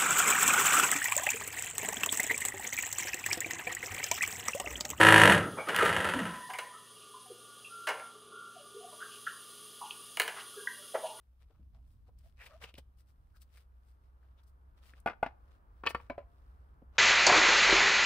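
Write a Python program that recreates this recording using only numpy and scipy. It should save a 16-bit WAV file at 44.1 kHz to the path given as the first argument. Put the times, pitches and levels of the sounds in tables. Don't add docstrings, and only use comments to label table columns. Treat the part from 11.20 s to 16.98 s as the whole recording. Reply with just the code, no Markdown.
import sys
import numpy as np
from scipy import signal
from scipy.fft import rfft, irfft, next_fast_len
from scipy.io import wavfile
from scipy.ndimage import map_coordinates

SR = 44100
rng = np.random.default_rng(int(sys.argv[2]) if len(sys.argv) > 2 else 0)


def log_audio(samples):
    frames = np.atleast_2d(samples).T
    limited = np.clip(frames, -1, 1)
    pcm = np.round(limited * 32767).astype(np.int16)
    wavfile.write(sys.argv[1], SR, pcm)


N = 254942


def amp(db):
    return 10 ** (np.asarray(db) / 20)


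def unit(x):
    return x / np.sqrt(np.mean(x ** 2) + 1e-20)


def along(points, hz):
    point_hz, value = np.transpose(points)
    return np.interp(np.log(hz + 1), np.log(point_hz + 1), value)


def curves(rows):
    time_s, *columns = np.transpose(rows)
    return [np.interp(np.arange(N) / SR, time_s, column) for column in columns]


def wobble(rate_hz):
    knots = rng.standard_normal(int(N * rate_hz / SR) + 4)
    return map_coordinates(knots, [np.arange(N) * rate_hz / SR])


def filtered(x, response):
    size = x.shape[-1]
    padded = next_fast_len(size + 8192)
    spectrum = rfft(x, padded) * response(np.fft.rfftfreq(padded, 1 / SR))
    return irfft(spectrum, padded)[..., :size]


def coloured(x, spectrum):
    return unit(filtered(x, lambda hz: amp(along(spectrum, hz))))


def pair(alike, size=N):
    share = np.clip(alike, 0, 1)
    common = np.sqrt(share) * rng.standard_normal(size)
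    return common + np.sqrt(1 - share) * rng.standard_normal((2, size))


def blow(x):
    energy = np.mean(np.sum(x ** 2, axis=-1))
    return x / np.sqrt(energy / (SR / 100))


def fade(t, attack_s, t60_s):
    return (1 - np.exp(-t / attack_s)) * np.exp(-np.log(1000) * t / t60_s)


def add(track, start_s, sound):
    part = track[:, round(start_s * SR):][:, :sound.shape[-1]]
    part += sound[..., :part.shape[-1]]


def leading(x, lead_s):
    side = np.array([[1], [-1]])
    return filtered(x, lambda hz: np.exp(1j * np.pi * hz * lead_s * side))


# time in seconds, level in dB.
BASS_LEVEL = [(0.0, -73.5), (0.5, -59.5), (1.72, -66), (2.21, -62.5), (2.38, -67.5), (5.75, -61.5),
              (5.78, -69)]
# frequency in Hz, level in dB.
RUMBLE_COLOUR = [(10, -22), (25, -12.5), (45, -3), (60, -0.5), (80, -8.5), (110, -15), (160, -25.5),
                 (260, -31), (500, -50.5), (2000, -77)]
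TRAFFIC_COLOUR = [(100, 0), (300, 2.5), (650, 0.5), (1200, 3), (1600, -3.5), (2100, -15), (3500, -28),
                  (7000, -41.5), (16000, -53.5)]
AIR_COLOUR = [(100, 12), (700, 14), (1500, -1.5), (3000, 3.5), (7000, -4), (13000, 3), (16000, 0)]
RUMBLE_OVER_BASS_DB, AIR_DB = 3, -88
HUM_DB, HUM_HZ, HUM_SWELL = -57, 64.1, 0.28
ROAD_DB, NEAREST_S, PASS_S = -71.5, 4.99, 1.95
FALL_DB = 17


def background():
    bass_db, = curves(BASS_LEVEL)
    pass_time = (np.arange(N) / SR - NEAREST_S) / PASS_S
    nearness_db = -FALL_DB * np.log10(1 + pass_time ** 2)
    rumble = amp(bass_db + RUMBLE_OVER_BASS_DB) * coloured(pair(alike=0.9), RUMBLE_COLOUR)
    hum_phase = 2 * np.pi * np.cumsum(HUM_HZ + 0.7 * wobble(2)) / SR
    hum = amp(HUM_DB + HUM_SWELL * nearness_db + 0.8 * wobble(3)) * np.sin(hum_phase)
    road_gain = amp(ROAD_DB + nearness_db + 0.5 * wobble(4.3))
    road = road_gain * leading(coloured(pair(alike=0.55), TRAFFIC_COLOUR), lead_s=0.00039)
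    return rumble + hum + road + amp(AIR_DB) * coloured(pair(alike=0.11), AIR_COLOUR)


# frequency in Hz, t60 in seconds.
WALL_DECAY = [(200, 0.37), (1000, 0.45), (3000, 0.28), (10000, 0.17)]


def yard(x, near_db, near_t60_s, far_db):
    hz, t, bins = signal.stft(rng.standard_normal((2, SR // 2)), SR, nperseg=256)
    decay = np.exp(-np.log(1000) * t / along(WALL_DECAY, hz)[:, None])
    far = signal.istft(bins * decay, SR, nperseg=256)[1]
    t = np.arange(far.shape[1]) / SR
    near = pair(alike=0.093, size=len(t)) * fade(t, 0.0057, near_t60_s)
    near = amp(near_db) * near / np.linalg.norm(near[0])
    far = amp(far_db) * far / np.linalg.norm(far[0])
    delayed = np.pad(near + far, ((0, 0), (SR // 300, 0)))
    return signal.fftconvolve(x, delayed, axes=1)[:, :N]


# centre in seconds, half-length in seconds, level in dB, brightness in dB.
RUBS = [(0.219, 0.013, -75, -1), (0.34, 0.06, -86.5, -7), (0.557, 0.014, -78.5, -4),
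        (0.71, 0.034, -94.5, 18), (0.88, 0.0081, -75, -3), (1.003, .017, -81, 5), (1.066, 0.031, -79, 6),
        (1.237, 0.031, -64.5, 1), (1.266, 0.0068, -55.5, 2.5), (1.31, 0.058, -70, -2.5),
        (1.436, .014, -52.5, -1.5), (1.484, 0.02, -69.5, -1.5), (1.584, 0.0097, -61, -1.5),
        (1.798, 0.015, -79.5, 11.5), (1.896, 0.02, -82.5, 8.5), (2.168, 0.014, -78, 8),
        (2.222, .01, -70.5, 11), (2.373, .035, -71.5, 5), (2.691, .034, -85, 9), (2.853, 0.031, -86.5, 0.5),
        (3.053, 0.053, -86.5, -6), (3.198, .02, -78.5, -4.5), (3.285, 0.0124, -85.5, 16),
        (3.583, 0.012, -78, 1), (3.674, 0.03, -66.5, 2.5), (3.777, 0.018, -73.5, -0.5),
        (4.332, 0.031, -79.5, -2.5), (4.702, .008, -51.5, 6.5), (4.807, 0.047, -75.5, 0),
        (5.775, 0.024, -70, -7.5)]
# frequency in Hz, level in dB.
SWISH_COLOUR = [(100, 0), (330, -15.5), (500, 2), (800, -2), (1300, -0.5), (2200, -23), (6000, -49)]
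RASP_COLOUR = [(500, -37.5), (1200, -2), (1900, 0.5), (2700, -0.5), (3600, -2.5), (5200, -8.5),
               (7000, -16.5), (16000, -56)]
TICK_COLOUR = [(500, -39), (3000, -3), (5000, 4.5), (6800, -5), (8300, 2.5), (11000, 0), (14500, -1),
               (17000, 6)]
SWISH_DB, HISS_DB = -1.5, -4
RASP_LOSS = 0.11
FIDGET_DB, FIDGET_SWING_DB, FIDGET_RATE_HZ = -95.5, 4, 9


def rubs():
    t = np.arange(N) / SR
    fidget = amp(FIDGET_DB + FIDGET_SWING_DB * wobble(FIDGET_RATE_HZ))
    power = np.ones((3, 1)) * fidget ** 2
    for centre_s, half_s, db, bright_db in RUBS:
        balance_db = np.array([SWISH_DB - bright_db, -RASP_LOSS * abs(bright_db), HISS_DB + bright_db])
        near = np.abs(t - centre_s) < 4 * half_s
        swell = np.exp(-((t[near] - centre_s) / half_s) ** 2)
        power[:, near] += amp(db + balance_db)[:, None] ** 2 * swell
    swish, rasp, hiss = np.sqrt(power)
    catch = amp(2.0 * wobble(260) + 5.7 * wobble(1500))
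    low = swish * coloured(catch * pair(alike=0.79), SWISH_COLOUR)
    middle = rasp * coloured(catch * pair(alike=0.16), RASP_COLOUR)
    high = hiss * coloured(np.sqrt(catch) * pair(alike=0.26), TICK_COLOUR)
    return low + middle + high


# centre in seconds, half-length in seconds, pitch in Hz, level in dB.
CHIRRS = [(0.57, 0.023, 730, -77), (1.064, .017, 660, -73.5), (1.217, 0.015, 1830, -57),
          (1.221, 0.019, 2480, -58), (1.478, 0.02, 2780, -63), (2.159, 0.014, 1450, -73.5),
          (3.189, 0.0081, 3460, -77.5)]


def chirrs():
    out, t = np.zeros((2, N)), np.arange(SR // 4) / SR
    middle_s = t.mean()
    for centre_s, half_s, pitch_hz, db in CHIRRS:
        slips = pair(alike=0.58, size=len(t)) * amp(2.2 * wobble(298)[:len(t)])
        voice = unit(filtered(slips, lambda hz: 1 / (1 + ((hz / pitch_hz - 1) / 0.12) ** 2)))
        swell = np.exp(-((t - middle_s) / half_s) ** 2 / 2)
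        add(out, centre_s - middle_s, amp(db) * voice * swell)
    return out


# time in seconds, pitch in Hz, level in dB, overtone level in dB.
SQUEAK = [(1.295, 592, -71, -5), (1.315, 655, -61, -2), (1.333, 721, -63, -3), (1.341, 546, -59.5, -1),
          (1.349, 615, -53, -18), (1.364, 676, -57, -22), (1.378, 680, -85, -18)]


def squeak():
    pitch_hz, db, overtone_db = curves(SQUEAK)
    rough = amp(overtone_db)
    phase = 2 * np.pi * np.cumsum(pitch_hz * (1 + 0.1374 * rough * wobble(350))) / SR
    t = np.arange(N) / SR
    sounding = (t > SQUEAK[0][0]) & (t < SQUEAK[-1][0])
    tone = np.sin(phase) + rough * np.sin(2 * phase) + 0.5 * rough ** 2 * np.sin(3 * phase)
    return sounding * amp(db) * tone


# start in seconds, level in dB, pitch in Hz, t60 in seconds, sizzle in dB re the crack.
SNAPS = [(0.987, -70, 8950, .017, 7), (1.261, -54, 2400, 0.068, -11), (1.4218, -55, 1710, 0.021, -21),
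         (1.439, -47.5, 2550, 0.028, -21), (1.495, -63.5, 2830, 0.017, -18),
         (1.5401, -58.5, 2580, 0.015, -8), (1.552, -61, 2960, 0.031, -17), (1.581, -53, 2700, 0.04, 3.5),
         (2.217, -61, 3500, 0.032, 13), (2.371, -63, 1900, 0.042, 1), (3.028, -77, 1360, 0.049, -11),
         (3.234, -74.5, 4540, 0.037, 18), (3.7355, -60.5, 1860, 0.021, -15.5),
         (3.8009, -68.5, 9500, 0.012, -7.5), (4.663, -46, 3800, 0.027, -12),
         (4.6701, -37, 2860, .015, -24.5)]
SNAP_ATTACK_S = 0.0011


def snaps():
    out, t = np.zeros((2, N)), np.arange(SR // 10) / SR
    for start_s, db, pitch_hz, t60_s, sizzle_db in SNAPS:
        def resonance(hz):
            return 1 / (1 + (1.3 * (hz / pitch_hz - pitch_hz / (hz + 1))) ** 2) ** 1.5

        crack = unit(filtered(pair(alike=1.0, size=len(t)), resonance))
        sizzle = amp(sizzle_db) * coloured(pair(alike=0.44, size=len(t)), TICK_COLOUR)
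        add(out, start_s, amp(db) * blow((crack + sizzle) * fade(t, SNAP_ATTACK_S, t60_s)))
    return out


def thump(pitch_hz, t60_s):
    def resonance(hz):
        return 1 / (1 + (hz / pitch_hz - pitch_hz / (hz + 1)) ** 2) ** 1.18

    t = np.arange(SR // 5) / SR
    flesh = unit(filtered(rng.standard_normal(len(t)), resonance))
    push = np.sin(2 * np.pi * pitch_hz * t) * fade(t, 0.0026, t60_s / 2)
    return blow(push + 0.41 * flesh * fade(t, 0.003, t60_s))


# start in seconds, level in dB, pitch in Hz, t60 in seconds.
BUMPS = [(0.301, -68.5, 448, 0.11), (.395, -59.5, 179, 0.21), (.883, -65, 486, .072),
         (1.439, -56, 475, 0.039), (1.541, -62, 350, 0.019), (1.581, -55.5, 191, 0.028),
         (1.583, -57, 500, 0.025), (3.736, -66.5, 280, .029), (4.899, -40.5, 288, .046),
         (5.619, -55.5, 264, 0.036)]


def bumps():
    out = np.zeros((2, N))
    for start_s, db, pitch_hz, t60_s in BUMPS:
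        add(out, start_s, amp(db) * thump(pitch_hz, t60_s))
    return out


# frequency in Hz, level in dB.
SCRAPE_COLOUR = [(60, -5), (250, 1), (800, 5.5), (1500, 3), (2600, -3.5), (3500, -16.5), (5000, -22),
                 (7000, -37), (16000, -56.5)]
SCRAPE_DB, TICK_DB = -7.5, -29.5
SCRAPE_T60_S, TICK_T60_S = 0.042, 0.03
FIRM_DB, GLANCING, GLANCING_MAX_DB = -30.5, 0.6, 9


def contact(modes, db, favoured_hz, focus_db, hard_db, size):
    t = np.arange(size) / SR
    hz, level_db, t60_s = np.transpose(modes)[:, :, None]
    hz = hz * (1 + rng.normal(0, 1, hz.shape) / 250)
    spot_db = focus_db * np.exp(-(np.log2(hz / favoured_hz) / 0.78) ** 2)
    strength = amp(level_db + spot_db + rng.normal(0, 0.92, (2, *hz.shape)))
    sign = (-1) ** np.arange(len(hz))[:, None]
    skew = rng.normal(0, 0.24, strength.shape) * np.sqrt(hz / 1000)
    tones = sign * strength * np.sin(2 * np.pi * hz * t + skew)
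    ring = np.sum(tones * fade(t, 0.0033, t60_s), axis=1)
    scrape = coloured(pair(alike=0.7, size=size), SCRAPE_COLOUR) * fade(t, 0.0011, SCRAPE_T60_S)
    tick = coloured(pair(alike=0.35, size=size), TICK_COLOUR) * fade(t, 0.001, TICK_T60_S)
    glance_db = min(GLANCING * (FIRM_DB - db), GLANCING_MAX_DB)
    grit = amp(SCRAPE_DB + glance_db) * blow(scrape) + amp(TICK_DB) * blow(tick)
    return amp(db) * (blow(ring) + amp(hard_db) * grit)


# frequency in Hz, level in dB, t60 in seconds.
HELD_MODES = [(240, -14, 0.048), (466, -7.5, 0.023), (687, 5.5, 0.02), (810, -2.5, 0.032), (896, -4, 0.025),
              (959, -18.5, 0.057), (1170, -14.5, 0.059), (1451, -3, 0.038), (2050, -18, 0.046),
              (2131, -13, 0.042), (2470, -7, 0.025), (2780, -16, 0.025), (3350, -26, 0.062)]
BOARD_MODES = [(479, -8.5, 0.082), (740, -21, .04), (936, 0, 0.028), (1140, 0, 0.041), (1290, -14, .04),
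               (1367, 2, 0.025), (1540, -13, .025), (1803, -1.5, 0.033), (2247, -5.5, 0.028),
               (2543, 4, 0.02), (2760, -12.5, 0.021), (2974, -7.5, 0.032), (3230, -19.5, 0.044),
               (3370, -24, 0.065), (3960, -29.5, 0.028), (4360, -21, 0.044), (4540, -26.5, 0.099)]
SAW_MODES = [(402, 1.5, 0.026), (578, 0.5, 0.074), (687, 6.5, 0.036), (690, -32.5, 0.7), (766, -5, 0.064),
             (1014, -7, 0.095), (1380, -3.5, 0.022), (1730, -20, 0.033), (2267, -9.5, 0.066),
             (2480, -1.5, 0.019), (4050, -26, 0.06)]
# start in seconds, body (0 held pair, 1 board, 2 saw), level in dB,
# favoured pitch in Hz, focus in dB, hardness in dB, first rebound in dB re the blow.
KNOCKS = [(3.860, 0, -28, 640, 5, -2, -23), (3.873, 0, -32.5, 1600, 11, 0, -8.5),
          (4.028, 0, -25.5, 775, 8, -3.5, -21), (4.0615, 0, -40, 770, 6, -0.5, -17.5),
          (4.636, 1, -46, 1237, 9.5, -1.5, -17.5), (4.655, 1, -48, 2380, 10.5, 1, -12.5),
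          (4.664, 1, -33, 2600, 0, 0.5, -18.5), (4.671, 1, -27.5, 2730, 12, -4.5, -20),
          (4.705, 1, -47.5, 2000, 5.5, 0.5, -21.5), (4.7469, 1, -31.5, 1250, 9.5, 1, -26.5),
          (4.799, 1, -55, 920, 32.5, -4.5, -14), (4.898, 2, -36, 650, -0.5, -3, -18),
          (4.979, 2, -39, 542, 21, -10.5, -12.5)]
THUMP_DB, THUMP_HZ, THUMP_T60_S = -14, 159, 0.011
FLAT_HZ, EDGE_DB_PER_OCTAVE = 740, 7
REBOUND_S, REBOUND_SCATTER, REBOUND_LOSS_DB = 0.0115, 0.15, 4.5
REBOUND_RING, REBOUND_WANDER_OCTAVES = 0.7, 0.4


def knocks(count=5):
    out = np.zeros((2, N))
    for start_s, body, db, favoured_hz, focus_db, hard_db, rebound_db in KNOCKS:
        modes = np.array([HELD_MODES, BOARD_MODES, SAW_MODES][round(body)])
        add(out, start_s, contact(modes, db, favoured_hz, focus_db, hard_db, size=SR // 3))
        edge_db = EDGE_DB_PER_OCTAVE * max(np.log2(favoured_hz / FLAT_HZ), 0)
        add(out, start_s, amp(db + THUMP_DB - edge_db) * thump(THUMP_HZ, THUMP_T60_S))
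        pressed = modes * [1, 1, REBOUND_RING]
        for k, (slip, wander) in enumerate(rng.standard_normal((count, 2))):
            spot_hz = favoured_hz * 2 ** (REBOUND_WANDER_OCTAVES * wander)
            weaker_db = db + rebound_db - REBOUND_LOSS_DB * k
            rebound = contact(pressed, weaker_db, spot_hz, focus_db / 2, hard_db, size=SR // 12)
            add(out, start_s + REBOUND_S * (k + 1 + REBOUND_SCATTER * slip), rebound)
    return out


# frequency in Hz, gain in dB.
YARD_COLOUR = [(150, 1.5), (700, -4.5), (2500, -2), (5000, 1), (12000, -4.5)]
# frequency in Hz, left minus right in dB.
LEFT_BALANCE = [(100, -1), (350, 0.3), (700, 2.5), (1150, 3), (2400, 2), (4400, 2.5), (8000, 9.5),
                (15000, 6.5)]


def scene():
    work = rubs() + chirrs() + snaps() + squeak() + bumps() + knocks()
    answer = yard(work, near_db=-13.5, near_t60_s=0.053, far_db=-22.5)
    work = work + filtered(answer, lambda hz: amp(along(YARD_COLOUR, hz)))
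    side = np.array([[0.5], [-0.5]])
    balanced = filtered(work, lambda hz: amp(side * along(LEFT_BALANCE, hz)))
    return leading(balanced, lead_s=0.00005) + background()


BAND_LIMIT_HZ = 15620


def record(dry):
    return filtered(dry, lambda hz: hz < BAND_LIMIT_HZ)


dry = scene()
out = record(dry)
log_audio(out)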